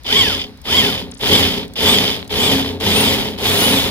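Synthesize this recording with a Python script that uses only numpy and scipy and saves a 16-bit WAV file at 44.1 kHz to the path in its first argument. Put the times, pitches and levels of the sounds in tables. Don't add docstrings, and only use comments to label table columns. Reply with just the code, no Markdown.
import sys
import numpy as np
from scipy import signal
from scipy.fft import rfft, irfft, next_fast_len
from scipy.io import wavfile
from scipy.ndimage import uniform_filter1d, map_coordinates

SR = 44100
rng = np.random.default_rng(int(sys.argv[2]) if len(sys.argv) > 2 else 0)


def volts_from_db(level):
    exponent = np.asarray(level, float) / 20
    return 10 ** exponent


def log_audio(samples):
    frames = np.atleast_2d(samples).T
    limited = np.clip(frames, -1, 1)
    pcm = np.round(limited * 32767).astype(np.int16)
    wavfile.write(sys.argv[1], SR, pcm)


N = 171990


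def unit(x):
    return x / np.sqrt(np.mean(x ** 2) + 1e-20)


def along(points, hz):
    point_hz, value = np.transpose(points)
    return np.interp(np.log(hz + 1), np.log(point_hz + 1), value)


def wobble(rate):
    knots = rng.standard_normal(int(N * rate / SR) + 4)
    return map_coordinates(knots, [np.arange(N) * rate / SR])


def filtered(x, response):
    m = next_fast_len(N + SR // 2)
    return irfft(rfft(x, m) * response(np.fft.rfftfreq(m, 1 / SR)), m)[..., :N]


def colour(points):
    return lambda hz: volts_from_db(along(points + [(SR / 2, -60)], hz))


def ringing(modes):
    def response(hz):
        total = 0
        for k, (centre, width, db) in enumerate(modes):
            damping = 1j * hz * width
            total = total + (-1) ** k * volts_from_db(db) * damping / (centre * centre - hz * hz + damping)
        return total
    return response


def tone(hz, blur_hz, unsteady_db):
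    versions = []
    for _ in range(2):
        level = volts_from_db(unsteady_db * wobble(60))
        phase = 2 * np.pi * np.cumsum(hz + blur_hz * wobble(150)) / SR
        versions.append(level * np.sin(phase))
    return np.array(versions)


# pitch_hz, level_db (per Hz)
YARD_SPECTRUM = [(20, -17), (60, 9), (300, -15), (1500, -20), (5000, -20), (7200, -39), (10000, -34),
                 (15000, -40)]


def yard():
    return volts_from_db(-41.5) * unit(filtered(rng.standard_normal((2, N)), colour(YARD_SPECTRUM)))


# start_s, level_db (peak)
TICK_EVENTS = [(0.034, -31.5), (0.4853, -48), (0.5024, -55), (0.5741, -37), (0.616, -30.5), (1.0355, -46),
               (1.0614, -50), (1.1917, -30), (1.6788, -32), (1.736, -26.5), (2.2452, -36), (2.2503, -39),
               (2.2768, -26), (2.8025, -22.5)]
# pitch_hz, level_db (per Hz)
TICK_SPECTRUM = [(1500, -25), (3500, 0), (9000, -3), (15000, -6)]


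def ticks():
    t60_s, rise_s = .02, .0003
    out, t = np.zeros((2, N + SR)), np.arange(1500) / SR
    for start_s, level_db in TICK_EVENTS:
        puff = volts_from_db(level_db - 60 * t / t60_s) * (1 - np.exp(-t / rise_s))
        start = round(start_s * SR)
        out[:, start:start + len(t)] += puff * rng.standard_normal((2, len(t)))
    return filtered(out[:, :N], colour(TICK_SPECTRUM))


USUAL_HZ = 1200
PULL_STARTS = [0.042, .639, 1.193, 1.755, 2.293, 2.799, 3.378]
# release_s, mesh_hz (then), squeal_db, panel_db, whine_db
PULL_ENDS = [(.185, 1157, -13.5, -23, -27), (.775, 1130, -15, -20.5, -27), (1.351, 1202, -14.5, -17.5, -29),
             (1.916, 1243, -15, -19, -26), (2.45, 1231, -17, -17.5, -27.5), (3.012, 1395, -18, -18.5, -29),
             (3.679, 1503, -21.5, -21, -32.5)]


def motor():
    free_hz, spin_up_s, coast_hz_per_s = 1598.6, .118, 3530
    creep_hz, round_hz = 110.6, 29.77
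    kick, kick_s = 0.1, .03
    t = np.arange(N) / SR
    on = np.c_[PULL_STARTS]
    off, peak_hz = np.transpose(PULL_ENDS)[:2, :, None]
    up = free_hz - (free_hz - peak_hz) * np.exp(np.clip((off - t) / spin_up_s, -9, 9))
    down = creep_hz * np.logaddexp(0, (peak_hz - coast_hz_per_s * (t - off)) / creep_hz)
    each = -round_hz * np.logaddexp(-up / round_hz, -down / round_hz) * (t > on)
    mesh = np.maximum(each.max(axis=0), 1)
    pull = np.maximum((t > on).sum(axis=0) - 1, 0)
    slack = kick * (t > on[0]) * np.exp(-np.abs(t - on[pull, 0]) / kick_s)
    speed = uniform_filter1d(np.hypot(mesh / USUAL_HZ, slack), size=220)
    return mesh, speed, pull


def chips(speed):
    per_s, spread_db = 4000, 2
    chance = np.clip(per_s / SR * (speed + .15), 0, 1)
    sizes = volts_from_db(spread_db * rng.exponential(size=(2, N))) * rng.standard_normal((2, N))
    return sizes * (rng.random((2, N)) < chance) / np.sqrt(chance)


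# multiple, level_db
GEAR_TONES = [(1, -27), (2, -21), (3, -23)]
PULL_TEETH = [2, 1, -4.5, -6, -7, -6.5, -10]
# pitch_hz, level_db
HOUSING_PASS = [(500, -8), (1200, 0), (2000, -1), (2850, 2), (3150, 13), (3600, 14), (3900, -2),
                (4500, -12)]


def gears(mesh, speed, pull):
    teeth = sum(volts_from_db(db) * tone(k * mesh, k * 11, unsteady_db=2.5) for k, db in GEAR_TONES)
    return filtered(teeth * volts_from_db(np.take(PULL_TEETH, pull)) * speed ** 2.4, colour(HOUSING_PASS))


# multiple, level_db
CARRIER_TONES = [(1, -44), (2, -29), (3, -35), (4, -34)]


def carrier(mesh, speed):
    carrier_hz = .039 * mesh
    hum = sum(volts_from_db(db + 3 * wobble(6)) * tone(k * carrier_hz, 5, unsteady_db=1) for k, db in CARRIER_TONES)
    return speed ** 2 * hum


def slot_whine(mesh, speed, whine_db):
    return volts_from_db(whine_db) * speed ** 4.5 * tone(6.8 * mesh, 65, unsteady_db=3.5)


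# pitch_hz, width_hz, level_db
BIT_MODES = [(2187, 600, -17), (3074, 302, -3), (3188, 173, -1), (3524, 78, -4), (4880, 510, -14)]


def squeal(speed, squeal_db, bite_db):
    quiet_below = 0.18
    rubbing = speed ** 1.02 / (1 + (quiet_below / speed) ** 4)
    ring = unit(filtered(chips(speed), ringing(BIT_MODES)))
    return volts_from_db(squeal_db + bite_db + wobble(25.25)) * rubbing * ring


# pitch_hz, level_db (per Hz)
GRIT_SPECTRUM = [(25, -24), (55, -14.5), (150, -16), (900, -8), (1450, -14.5), (2200, -9.5), (4000, -6),
                 (6400, -34.5)]


def grit(speed, feed_db, bite_db):
    crunch = unit(filtered(chips(speed), colour(GRIT_SPECTRUM)))
    return volts_from_db(-19.5 + feed_db + bite_db) * speed ** 1.15 * crunch


# pitch_hz, level_db (per Hz)
FAN_SPECTRUM = [(5500, 0), (6560, -2), (8240, -4.5), (9600, -9.5), (10500, 1), (12400, -2), (13900, -2),
                (15700, -6.5)]


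def fan(speed, feed_db, bite_db):
    rough = rng.standard_normal((2, N)) + 0.94 * unit(chips(speed))
    air = unit(filtered(rough, colour([(3500, -10)] + FAN_SPECTRUM)))
    return volts_from_db(-24.5 + 0.72 * feed_db + 1.16 * bite_db) * speed ** 1.61 * air


# pitch_hz, width_hz, level_db
PANEL_MODES = [(88.8, 5.9, 0), (127.4, 6.8, -4), (177.4, 6.4, -1), (210, 7, 0.5), (240, 6.4, 0.5),
               (272, 4.06, 3.5), (325, 42, -10.5), (392.3, 18.8, -4.5), (418, 28.4, 1.5), (445.6, 90, -6.5),
               (534.6, 35, -7), (659, 56, -18), (733, 26, -12.5), (910, 100, -16)]


def panel(speed, panel_db, bite_db):
    push = volts_from_db(panel_db + bite_db + 0.68 * wobble(25.04)) * speed ** 0.84 * chips(speed)
    plain = filtered(chips(speed), ringing(PANEL_MODES))
    return filtered(push, ringing(PANEL_MODES)) / np.std(plain)


PULL_BITE = [-3.5, -0.81, 1, 1, 1, 0.099, -0.18]


def drill():
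    mesh, speed, pull = motor()
    squeal_db, panel_db, whine_db = np.transpose(PULL_ENDS)[2:, pull]
    feed_db = np.take(PULL_BITE, pull)
    bite_db = .5 * wobble(9) + .9 * wobble(35)
    machine = gears(mesh, speed, pull) + carrier(mesh, speed) + slot_whine(mesh, speed, whine_db)
    cut = squeal(speed, squeal_db, bite_db) + grit(speed, feed_db, bite_db)
    return machine + cut + fan(speed, feed_db, bite_db) + panel(speed, panel_db, bite_db)


def coils():
    start_s, period_s, length_s = 1.113, .0335, .075
    top_hz, bend, level_db, fade_db_per_s = 10600, 1.4, -32, 150
    t = np.arange(N) / SR - start_s
    hz = top_hz * np.abs(1 - 2 * (t / period_s % 1)) ** bend
    level = volts_from_db(level_db - fade_db_per_s * np.clip(t, 0, 1)) * (t > 0) * (t < length_s)
    level = level * np.clip(hz / 3500, 0, 1)
    return level * tone(hz, 60, unsteady_db=1.5)


# pitch_hz, likeness (0 to 1)
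PORT_LIKENESS = [(40, .2), (90, .65), (200, .92), (700, .78), (1200, .35), (3270, .9), (4800, .45),
                 (12000, .45)]
# pitch_hz, lead_radians
PORT_LEAD = [(100, 0), (900, .4), (1890, 1.3), (2840, 2.5), (3400, 1.6), (4570, 2.4), (6460, 2), (15000, 2)]
# pitch_hz, level_db
PORT_TILT = [(30, 8), (110, 2), (200, 0), (380, 1.5), (1290, -.5), (7000, 0), (10500, 4), (13000, -6)]


def microphone(both):
    def shares(hz):
        turn = np.arccos(np.clip(along(PORT_LIKENESS, hz), 0, 1)) / 2
        return np.array([np.cos(turn), np.sin(turn)])

    def ports(hz):
        left = volts_from_db(along(PORT_TILT, hz) / 2) * np.exp(.5j * along(PORT_LEAD, hz))
        return np.array([left, 1 / left])

    same, other = filtered(both, shares)
    return filtered(np.array([same + other, same - other]), ports)


def scene():
    return microphone(yard() + ticks() + drill() + coils())


def low_pass(x):
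    return signal.sosfilt(signal.butter(12, 15850, fs=SR, output="sos"), x)


def record(dry):
    x = filtered(dry, lambda hz: hz < 15760)
    mix = x / (1 + np.abs(x) ** 8) ** (1 / 8)
    return low_pass(mix)


dry = scene()
out = record(dry)
log_audio(out)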